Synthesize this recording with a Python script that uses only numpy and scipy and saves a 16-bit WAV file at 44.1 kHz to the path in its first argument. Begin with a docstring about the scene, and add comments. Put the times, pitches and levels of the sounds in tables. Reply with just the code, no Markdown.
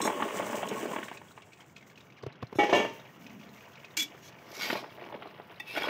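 """In a small kitchen, heard from close above, fried dough pieces tumble from a steel bowl into simmering syrup.
Damped bubble tones and crackling foam make the syrup; short pitched knocks that ring a metal pan make the dough.
Pieces sliding out ring the steel bowl, which is set down with a double clang of decaying modes and a rattle.
A steel spatula then scrapes along the pan and turns the pieces over: dense clicks ring its blade, and it squeals.
A short diffuse tail of noise is the room's answer, over a low steady rush."""
import sys
import numpy as np
from scipy import signal
from scipy.fft import rfft, irfft
from scipy.io import wavfile
from scipy.ndimage import uniform_filter1d, map_coordinates

SR = 44100
rng = np.random.default_rng(int(sys.argv[2]) if len(sys.argv) > 2 else 0)


def unload_audio(sound):
    """Save the sound as a 16-bit wav file, at the path given as the first command line argument."""
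    columns = np.transpose(np.atleast_2d(sound))
    # keep every value between -1 and 1, then stretch to whole-number steps
    steps = np.round(np.clip(columns, -1, 1) * 32767)
    wavfile.write(sys.argv[1], SR, steps.astype(np.int16))


N = 259749
TIME = np.arange(N) / SR
SHORT = TIME[:SR // 2]

# resonances of the laden pan, damped by the syrup: (frequency [Hz], level over the direct knock [dB]);
# they also stand in for the modes of the bowl as pieces slide out of it
PAN_MODES = [(435, -5), (580, -4.5), (817, -3.5), (1092, -2.5)]
# tipping the bowl, as bite, attack, hold and release [s]
POUR = (0.0072, 0.96, 0.95, 0.44)


def amp(db):
    """Logarithmic level: 20 dB is a factor of ten in amplitude."""
    return 10 ** (np.asarray(db) / 20)


def unit(x):
    """Normalization by mean power: scale to rms 1."""
    return x / np.sqrt(np.mean(x ** 2))


def curve(rows):
    """Linear interpolation in time of a table of (time [s], value)."""
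    return np.interp(TIME, *np.transpose(rows))


def add(out, s, x):
    """Superposition: mix a sound into out from time s."""
    start = int(np.clip(s * SR, 0, N - 1))
    out[start:start + len(x)] += x[:N - start]


def through(x, response):
    """Linear system: convolve a sound with an impulse response."""
    return signal.fftconvolve(x, response)[:len(x)]


def colour(x, points, size=4096):
    """Minimum-phase filter: a folded cepstrum makes a (frequency [Hz], level [dB]) spectrum causal."""
    hz, db = np.transpose(points)
    bins = np.maximum(np.arange(size // 2 + 1) * SR / size, 1)
    log_gain = np.log(amp(np.interp(np.log(bins), np.log(hz), db)))
    cepstrum = irfft(log_gain)
    fold = np.where(np.arange(size // 2), 1, .5)
    spectrum = np.exp(rfft(2 * cepstrum[:size // 2] * fold, size))
    return through(x, irfft(spectrum))


def band(x, hz, q):
    """Single resonance: a two-pole peak of quality factor q."""
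    return signal.lfilter(*signal.iirpeak(min(hz, SR / 3), max(q, .5), fs=SR), x)


def lowpass(x, hz, order=2):
    """Butterworth low-pass: roll off the treble."""
    return signal.sosfilt(signal.butter(order, hz, fs=SR, output="sos"), x)


def body(modes, width_hz):
    """Modal sum: impulse response of (frequency [Hz], level [dB]) modes of one width, alternating in sign."""
    response = sum((-1) ** k * amp(db) * np.sin(2 * np.pi * hz * SHORT) for k, (hz, db) in enumerate(modes))
    return np.exp(-np.pi * width_hz * SHORT) * response


def sheet(low_hz, high_hz, width_hz, count):
    """High modal density of thin steel: impulse response of many narrow, unevenly spaced modes."""
    hz = np.geomspace(low_hz, high_hz, count) * (1 + rng.uniform(-1.0, 1, count) / count)
    phases = np.exp(2j * np.pi * rng.random(count))
    lines = np.zeros(len(SHORT), complex)
    np.add.at(lines, np.minimum(hz, SR / 2 - 1).astype(int), np.sqrt(hz) * phases)
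    return irfft(lines, SR)[:len(SHORT)] * np.exp(-np.pi * width_hz * SHORT)


def wander(rate):
    """Slow random process: Gaussian knots, rate per second, joined by straight lines; spread near 1."""
    knots = rng.standard_normal(int(rate * N / SR) + 2)
    return np.interp(TIME * rate, np.arange(len(knots)), knots)


def clicks(rate, spread_db):
    """Shot noise: impulses at random times, rate per second, many small and a few large; rms 1."""
    when, chance, sign = rng.random((int(rate * N / SR), 3)).T
    steps = np.minimum(-np.log(1 - chance), np.pi)
    size = amp(spread_db * steps) * np.sign(sign - .5)
    return unit(np.bincount((when * N).astype(int), size, N))


def burst(seconds):
    """Noise under a critically damped envelope: it swells quickly and dies away; rms 1 at its top."""
    return rng.standard_normal(len(SHORT)) * SHORT / seconds * np.exp(1 - SHORT / seconds)


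def grains(pitches, rate, spread_db, q):
    """Shot-excited resonators: unrelated clicks ring each pitch [Hz] briefly; flat spectrum on average."""
    rings = [unit(band(band(clicks(rate, spread_db), hz, q), hz, q)) * np.sqrt(hz) for hz in pitches]
    return unit(sum(rings))


def knock(hz, cycles, crack_db, crack_s):
    """Impact: a damped tone of a few cycles with a crack of noise; envelope peak near 1."""
    tone = np.sin(2 * np.pi * hz * SHORT) * np.exp(-SHORT * hz / cycles) * (1 - np.exp(-SHORT * hz))
    crack = band(band(burst(crack_s), 0.9 * hz, 0.48), 0.9 * hz, 0.48) * np.sqrt(SR / hz / 10)
    x = tone + amp(crack_db) * crack
    return x / np.sqrt(2 * uniform_filter1d(x ** 2, size=128).max())


def steady(x, seconds):
    """Gain control by running rms: even out slow swings of a texture, keeping its grain."""
    return x / np.sqrt(uniform_filter1d(x ** 2, int(seconds * SR) + 1) + np.mean(x ** 2) / 100)


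def slide(x, share, rate):
    """Variable-rate resampling: all pitches drift together by a small share."""
    return map_coordinates(x, [np.cumsum(1 + share * wander(rate))], order=3, mode="mirror")


def push(bite, attack, hold, release):
    """Envelope linear in decibels: a hand's push builds up to its bite, slackens while held, and lets go."""
    edge_db, slacken_db = 38, 5  # span of attack and of release; loss over the hold
    before = np.maximum(bite - TIME, 0) / attack
    after = np.maximum(TIME - bite - hold, 0) / release
    return amp(-edge_db * (before + after) - slacken_db * np.clip((TIME - bite) / hold, 0, 1))


def rush():
    """Stationary filtered noise: a low rush whose level wavers slightly."""
    # spectrum: (frequency [Hz], level per Hz [dB])
    rush_colour = [(30, -25.5), (129, 5.5), (600, -9.5), (1500, -14), (3300, -60)]
    noise = unit(colour(rng.standard_normal(N), rush_colour))
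    return noise * amp(-59.0 + 0.97 * wander(rate=6.6))


def syrup():
    """Bubble resonance: bubbles ring briefly at many pitches, foam crackles and bigger bubbles burst."""
    # spectra of bubbling and of foam: (frequency [Hz], level per Hz [dB])
    simmer_colour = [(150, -9.5), (400, 3), (1400, -2), (3000, -6), (4200, -25), (9000, -25.5)]
    foam_colour = [(1500, -0.5), (4500, -10), (7000, -2), (11000, -3), (15500, 6.5)]
    # the foam's hiss: (time [s], level [dB])
    foam_levels = [(1.2, -58), (2.1, -60.5), (2.3, -76), (2.8, -50), (3.1, -53.5), (4.0, -58.5)]
    # big bubbles bursting: (time [s], level [dB])
    big_pops = [(1.146, -47.5), (1.172, -38.5), (1.532, -45), (1.7646, -40), (1.7787, -48), (1.976, -44.5),
                (3.265, -41), (3.413, -47), (3.608, -46), (3.846, -38), (4.324, -51)]
    simmer_db, boil_up_db, foam_up_db = -56, -41.5, -39.5
    cooled_s, cooled_width_s, cooled_db = 1.76, 0.57, -7.5
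    pops_per_s, pop_db, pop_spread_db, pop_hz, pop_spread_octaves = 38, -52.5, 2.5, 2510, 0.444

    bubbles = grains(np.geomspace(400, 5500, 14), rate=130, spread_db=4.0, q=3.05) * amp(4.0 * wander(rate=33))
    bubbling = unit(colour(bubbles + amp(1.5) * rng.standard_normal(N), simmer_colour))
    foam = unit(colour(clicks(rate=3200, spread_db=3.0), foam_colour)) * amp(3.7 * wander(rate=48))
    # the dough briefly cools and calms the steady simmer
    heat = amp(cooled_db * np.exp(-((TIME - cooled_s) / cooled_width_s) ** 2))
    # the syrup boils up while the dough falls in
    pouring = push(*POUR)
    # the froth rises as more dough goes in
    froth = pouring * amp(6.1 * np.minimum(TIME / POUR[2], 1) - 3.0)
    out = bubbling * np.hypot(amp(simmer_db) * heat, amp(boil_up_db) * pouring)
    out += foam * np.hypot(amp(curve(foam_levels)), amp(foam_up_db) * froth)

    pops = [(s, db, pop_hz) for s, db in big_pops]
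    # others burst at random times, levels and pitches
    for _ in range(int(pops_per_s * N / SR)):
        s = rng.uniform(0, N / SR)
        db = pop_db + pop_spread_db * rng.standard_normal()
        pops.append((s, db, pop_hz * 2 ** (pop_spread_octaves * rng.standard_normal())))
    for s, db, hz in pops:
        add(out, s, amp(db) * knock(hz, cycles=5.2, crack_db=-10.5, crack_s=0.003))
    return out


def dough():
    """Impact excitation: light pieces knock on each other, each at its pitch, and dully ring the pan."""
    # the loudest single pieces landing or toppling off the spatula: (time [s], level [dB], pitch [Hz])
    landings = [(0.003, -24, 877), (0.051, -21, 440), (0.075, -18, 890), (0.1, -23, 920),
                (0.201, -26.5, 980), (0.222, -19, 1170), (0.279, -34, 1090), (0.338, -32.5, 410),
                (0.396, -23.5, 545), (0.498, -32, 560), (0.53, -26, 915), (0.543, -26.5, 613),
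                (0.574, -28, 444), (0.629, -23.5, 735), (0.714, -26, 436), (0.829, -29.5, 436),
                (0.855, -27, 630), (0.913, -30, 520), (0.933, -29.5, 1020), (0.961, -26.5, 910),
                (0.985, -30.5, 988), (1.029, -30, 1820), (1.082, -33.5, 1630), (1.114, -32, 920),
                (1.215, -41, 936), (1.376, -39, 1030), (4.701, -20.5, 1860), (4.727, -24, 542),
                (4.753, -26.5, 585), (4.842, -34.5, 845), (5.124, -34.5, 885), (5.142, -29, 540),
                (5.222, -35, 1370), (5.255, -36, 770), (5.398, -36, 814), (5.773, -29, 646),
                (5.84, -26, 826), (5.87, -29, 576), (5.883, -24, 1420)]
    # the spatula shoves the heap: (bite [s], attack [s], hold [s], release [s], level [dB])
    shoves = [(4.66, 0.55, 0.19, .14, -40), (4.998, 0.23, 0.29, .3, -44.5), (5.762, 0.074, 0.21, .1, -39)]
    # spectra of falling pieces, and of wet ones pushed through syrup: (frequency [Hz], level per Hz [dB])
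    falling_colour = [(60, -28), (130, 3), (300, 7), (640, 2.5), (745, -9.5), (900, 3), (1400, -8.5),
                      (3100, -8.5), (4200, -30), (14000, -7)]
    stirred_colour = [(80, -7), (420, 5.5), (850, 3.5), (1500, -4.5), (3100, -13.5), (4200, -11.5),
                      (14000, -42)]
    pour_db, pan_width_hz = -34.5, 18
    knock_on_db, knock_on_s = -12.5, 0.011  # level under the landing; decay time

    crowd = grains(np.geomspace(200, 3000, 10), rate=65, spread_db=4.0, q=2.5)
    crumbs = through(clicks(rate=380, spread_db=0.0), burst(0.0011))
    contacts = crowd + amp(-1.5) * unit(crumbs)
    knocks, unrest = np.zeros(N), np.zeros(N)
    for s, db, hz in landings:
        piece = knock(hz, cycles=2.45, crack_db=-6, crack_s=0.0026)
        add(knocks, s, amp(db) * lowpass(piece, hz=3340, order=6))
        # each landing sets its neighbours jostling for a moment
        add(unrest, s, amp(db + knock_on_db) * np.exp(-SHORT / knock_on_s))
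    falling = steady(colour(contacts, falling_colour), seconds=0.034)
    falling = falling * np.hypot(amp(pour_db) * push(*POUR), unrest)
    shoving = sum(amp(db) * push(*timing) for *timing, db in shoves)
    stirred = steady(colour(contacts, stirred_colour), seconds=0.062) * shoving
    # the pieces come in small clumps
    direct = knocks + (falling + stirred) * amp(-2.5 + 1.1 * wander(rate=62))
    pan = sum(amp(db) * band(direct, hz, hz / pan_width_hz) for hz, db in PAN_MODES)
    return amp(-1.0) * (direct + pan)


def sliding():
    """Modal excitation by ticks: pieces slide out against the steel bowl and wake now one mode, now another."""
    ring = np.zeros(N)
    # the bowl's modes are taken as the pan's
    for mode in PAN_MODES:
        ticking = through(clicks(rate=43, spread_db=1), body([mode], width_hz=11.3))
        ring += ticking * amp(4.2 * wander(rate=7.12))
    return amp(-41.0) * steady(ring, seconds=0.15) * push(*POUR)


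def grazing():
    """Modal ringing under light friction: touches of the bowl's thin rim wake its high modes."""
    # the rim grazes the pan, a brief high tick sounds near 0.69 s, and later the rim skids on the counter:
    # (bite [s], attack [s], hold [s], release [s], level [dB])
    grazes = [(0.017, 0.0057, 0.01, 0.03, -29), (0.05, 0.05, 0.026, 0.035, -31.5),
              (0.688, 0.0071, 0.004, 0.018, -33.5), (2.557, 0.017, 0.08, 0.04, -48),
              (2.762, 0.028, 0.016, 0.06, -43)]
    # modes of the rim: (frequency [Hz], level [dB])
    rim = [(3490, -3), (4015, -4), (5450, -2.5), (6630, 1.5), (7600, -3.5), (8300, 0.5), (11200, 6.5),
           (14500, 7)]
    touch = sum(amp(db) * push(*timing) for *timing, db in grazes)
    return touch * unit(through(clicks(rate=4000, spread_db=2), body(rim, width_hz=145)))


def bumps():
    """Heavily damped impact: a short tock, a fine tick and a slow bass swing; later a low rub."""
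    # dull bumps close by: (time [s], level before a common trim [dB], bass over tock [dB])
    blows = [(2.233, -26.5, -8), (2.264, -22.5, -6), (2.426, -22.5, -4), (2.526, -27.5, -21),
             (2.554, -28, -4)]
    out = np.zeros(N)
    for s, db, bass_db in blows:
        tock = knock(hz=385, cycles=0.6, crack_db=-12.5, crack_s=0.0023)
        bass = np.sin(2 * np.pi * 125 * SHORT) * SHORT / 0.0049 * np.exp(1 - SHORT / 0.0056)
        add(out, s, amp(db - 6.5) * (tock + amp(-21.0) * burst(0.0022) + amp(bass_db) * bass))
    # a low rub as things settle
    rub = unit(band(band(rng.standard_normal(N), 182, q=2.2), 225, q=2.2))
    return out + rub * amp(-50) * push(bite=3.27, attack=0.36, hold=0.25, release=0.36)


def bowl():
    """Modal excitation: the bowl lands on its edge, drops flat and chatters; the contact weighs its modes."""
    # blows on the counter:
    # (time [s], ring level [dB], thud level [dB], chatter level [dB], contact [0 edge to 1 flat])
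    blows = [(2.586, -13, -17.5, -28, 0), (2.632, -44, -19, -31.5, 0.98), (2.693, -32, -22.5, -32, 0.47),
             (2.727, -18, -13, -25, 1), (2.747, -31, -23, -26, 0.46), (2.8, -29, -22.5, -50, 1),
             (2.846, -57, -23.5, -46, 0.85)]
    # modes: (frequency [Hz], 60 dB decay time [s], level struck on the edge [dB], level struck flat [dB])
    bowl_modes = [(384, 0.39, -16, -13), (429, 0.29, -11.5, -5.5), (589, 0.14, -22, 7),
                  (712, 0.15, -5.5, -2), (823, 0.22, 3.5, -11), (913, 0.44, -26, -9.5),
                  (1313, 0.26, -10, -12), (1773, 0.18, -15, -2), (1923, 0.22, -9, -24),
                  (2260, 0.23, -5, -2.5), (2760, 0.22, -34, -12), (2790, 0.2, -20, -6),
                  (3000, 0.17, -16, -8.5), (3500, 0.085, -13, -9.5)]
    # spectrum of the rattle: (frequency [Hz], level per Hz [dB])
    clatter_colour = [(70, -21), (280, 8), (1500, -3), (3200, -2), (4200, -21), (6500, -13.5), (14500, -28)]
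    chatter_rise_s, chatter_fade_db_per_s = 0.0044, 140

    out, chatter_power = np.zeros(N), np.zeros(N)
    hz, t60, edge_db, flat_db = np.transpose(bowl_modes)[:, :, None]
    decay = np.exp(-np.log(1000) * SHORT / t60)
    dying = (1 - np.exp(-SHORT / chatter_rise_s)) * amp(-chatter_fade_db_per_s * SHORT)
    for s, ring_db, thud_db, chatter_db, flat in blows:
        # phase runs on from blow to blow, so each feeds the swing that is already there
        phase = 2 * np.pi * hz * (SHORT + s)
        mode_db = edge_db + np.clip(flat, 0, 1) * (flat_db - edge_db)
        ring = (amp(mode_db) * decay * np.sin(phase)).sum(axis=0)
        add(out, s, amp(ring_db) * ring * (1 - np.exp(-SHORT / 0.018)))
        add(out, s, amp(thud_db) * knock(390 + 140 * flat, cycles=0.93, crack_db=-13.0, crack_s=0.0031))
        # after each blow the bowl chatters on its base
        add(chatter_power, s, (amp(chatter_db) * dying) ** 2)
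    contacts = clicks(rate=2700, spread_db=2.5)
    rattle = unit(through(contacts, sheet(260.5, 15500, width_hz=33, count=240))) + amp(3) * contacts
    return out + steady(colour(rattle, clatter_colour), seconds=0.074) * np.sqrt(chatter_power)


def scraping():
    """Stick-slip friction: steel catches and slips on the pan, and dense clicks ring the blade."""
    # strokes: (bite [s], attack [s], hold [s], release [s], level [dB], tilt [dB per octave], focus [Hz])
    strokes = [(3.970, 0.0037, 0.062, 0.04, -27.5, 6, 6700), (4.249, 0.12, 0.048, 0.04, -51, 5.5, 6300),
               (4.553, 0.19, 0.069, 0.03, -44.5, 7.5, 5400), (4.613, 0.06, 0.13, 0.21, -33, 3, 4700),
               (5.702, 0.11, 0.045, 0.03, -42.5, 4.5, 3630), (5.762, 0.076, 0.13, 0.14, -35.5, 1.3, 3270)]
    # modes of the blade on the pan: (frequency [Hz], level rubbed [dB], level tapped [dB])
    blade_modes = [(313, 2.5, -13.5), (817, 2.5, -3), (1464, 9.5, -20), (1930, 4, 2.5), (2220, 9, -19),
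                   (2363, 7.5, -22), (2650, 0, 0.5), (3280, 0.5, -24), (3590, -4.5, -1.5), (4600, -10, -24),
                   (5100, -7, -19), (5550, -8, -22), (6440, -5, -13), (7240, -6, -24), (11900, 3, -30)]
    # spectrum of the grit: (frequency [Hz], level per Hz [dB])
    scrape_colour = [(100, -33), (330, 2.5), (2400, 9), (5000, -3.5), (14000, -4)]
    # the blade's edge catches and jumps free: (time [s], level [dB])
    catches = [(4.609, -36.5), (4.631, -35), (4.653, -39), (5.759, -34), (5.773, -30), (5.818, -31)]
    # the blade taps the pan: (time [s], level [dB])
    taps = [(5.598, -28.5)]
    # the rubbed blade sings:
    # (time [s], swell [s], pitch [Hz], glide [Hz per s], level [dB], waver [share of pitch])
    squeals = [(3.966, 0.03, 306, 1, -44.5, 0.13), (3.967, 0.017, 2293, -5, -35, 0.031),
               (3.989, 0.011, 3420, -2, -26.5, 0.0066), (4.595, 0.036, 4685, 0, -42, 0.0093),
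               (5.664, 0.027, 2574, 2000, -41.5, 0.016)]

    slips = clicks(rate=1500, spread_db=2.5)
    # the travelling edge wakes now one mode of the blade, now another
    ringing = np.zeros(N)
    for hz, db, _ in blade_modes:
        ringing += amp(db + 5.5 * wander(rate=24)) * unit(band(slips, hz, hz / 65))
    ringing = unit(ringing)
    out = np.zeros(N)
    for *timing, db, tilt_db, focus_hz in strokes:
        # every stroke touches the pan somewhere else and wakes other fine modes
        fine_modes = sheet(598.0, 15380, width_hz=99, count=150)
        grit = unit(through(slips, fine_modes)) + amp(-8.0) * unit(slips)
        # they slide as the contact travels
        grit = slide(grit, share=.025, rate=18)
        rasp = ringing + amp(-1.0) * unit(colour(grit, scrape_colour))
        tilted = colour(rasp, [(hz, tilt_db * np.log2(hz)) for hz in (900, 12000)])
        # the angle of the blade lifts one broad band of the rasp
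        focused = tilted + band(tilted, focus_hz, q=3.4)
        judder_db = 2.5 * wander(rate=150)
        out += amp(db + judder_db) * push(*timing) * steady(focused, seconds=0.012)

    tapped = body([(hz, db) for hz, _, db in blade_modes], width_hz=56)
    rubbed = body([(hz, db) for hz, db, _ in blade_modes], width_hz=82)
    for s, db in catches:
        add(out, s, amp(db) * through(burst(0.0029), rubbed / np.linalg.norm(rubbed)))
    for s, db in taps:
        tick = burst(0.0027)
        ring = through(tick, tapped)
        add(out, s, amp(db) * (ring / np.abs(ring).max() + amp(-10.5) * tick))
    # where the slips lock to one mode, the steel sings and rings out
    for s, swell, hz, glide, db, waver in squeals:
        age = np.maximum(TIME - s, 0)
        pitch = hz * (1 + waver * wander(rate=330)) + glide * age
        tone = np.sin(2 * np.pi * np.cumsum(pitch) / SR)
        out += amp(db) * age / swell * np.exp(1 - age / swell) * tone
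    return out


def kitchen(x, t60=0.17, wet_db=-12):
    """Diffuse reverberation: close walls answer with a short decaying tail of noise."""
    tail = lowpass(rng.standard_normal(len(SHORT)) * np.exp(-np.log(1000) * SHORT / t60), hz=8100)
    return x + amp(wet_db) * through(x, tail / np.linalg.norm(tail))


def scene():
    """Superposition of all sources: the bumps and the rush stay dry, the rest excites the room."""
    in_room = syrup() + dough() + sliding() + grazing() + bowl() + scraping()
    return (kitchen(in_room) + bumps() + rush())[None]


def record(dry):
    """Time-varying filtering: a moving microphone has a sliding treble dip, no deep bass and a cut top."""
    # the treble edge slides as the microphone tilts over the pan: (time [s], frequency [Hz])
    shade_edge = [(1.5, 7860), (2.3, 5650), (4, 6360), (4.7, 5600), (5.3, 5040)]
    # response around that edge: (multiple of its frequency [ratio], level [dB])
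    shade_shape = [(.75, 0.5), (1, 1), (1.2, -7.5), (1.5, -15), (1.95, -11)]
    hz, s, frames = signal.stft(dry[0], SR, nperseg=128)
    ratio = hz[:, None] / np.interp(s, *np.transpose(shade_edge))
    gain = amp(np.interp(ratio, *np.transpose(shade_shape)))
    shaded = signal.istft(frames * gain, SR)[1][None, :N]
    shaded = signal.sosfilt(signal.butter(4, 72, "high", fs=SR, output="sos"), shaded)
    return signal.sosfilt(signal.ellip(10, .2, 70, 15600, fs=SR, output="sos"), shaded)


dry = scene()
out = record(dry)
unload_audio(out)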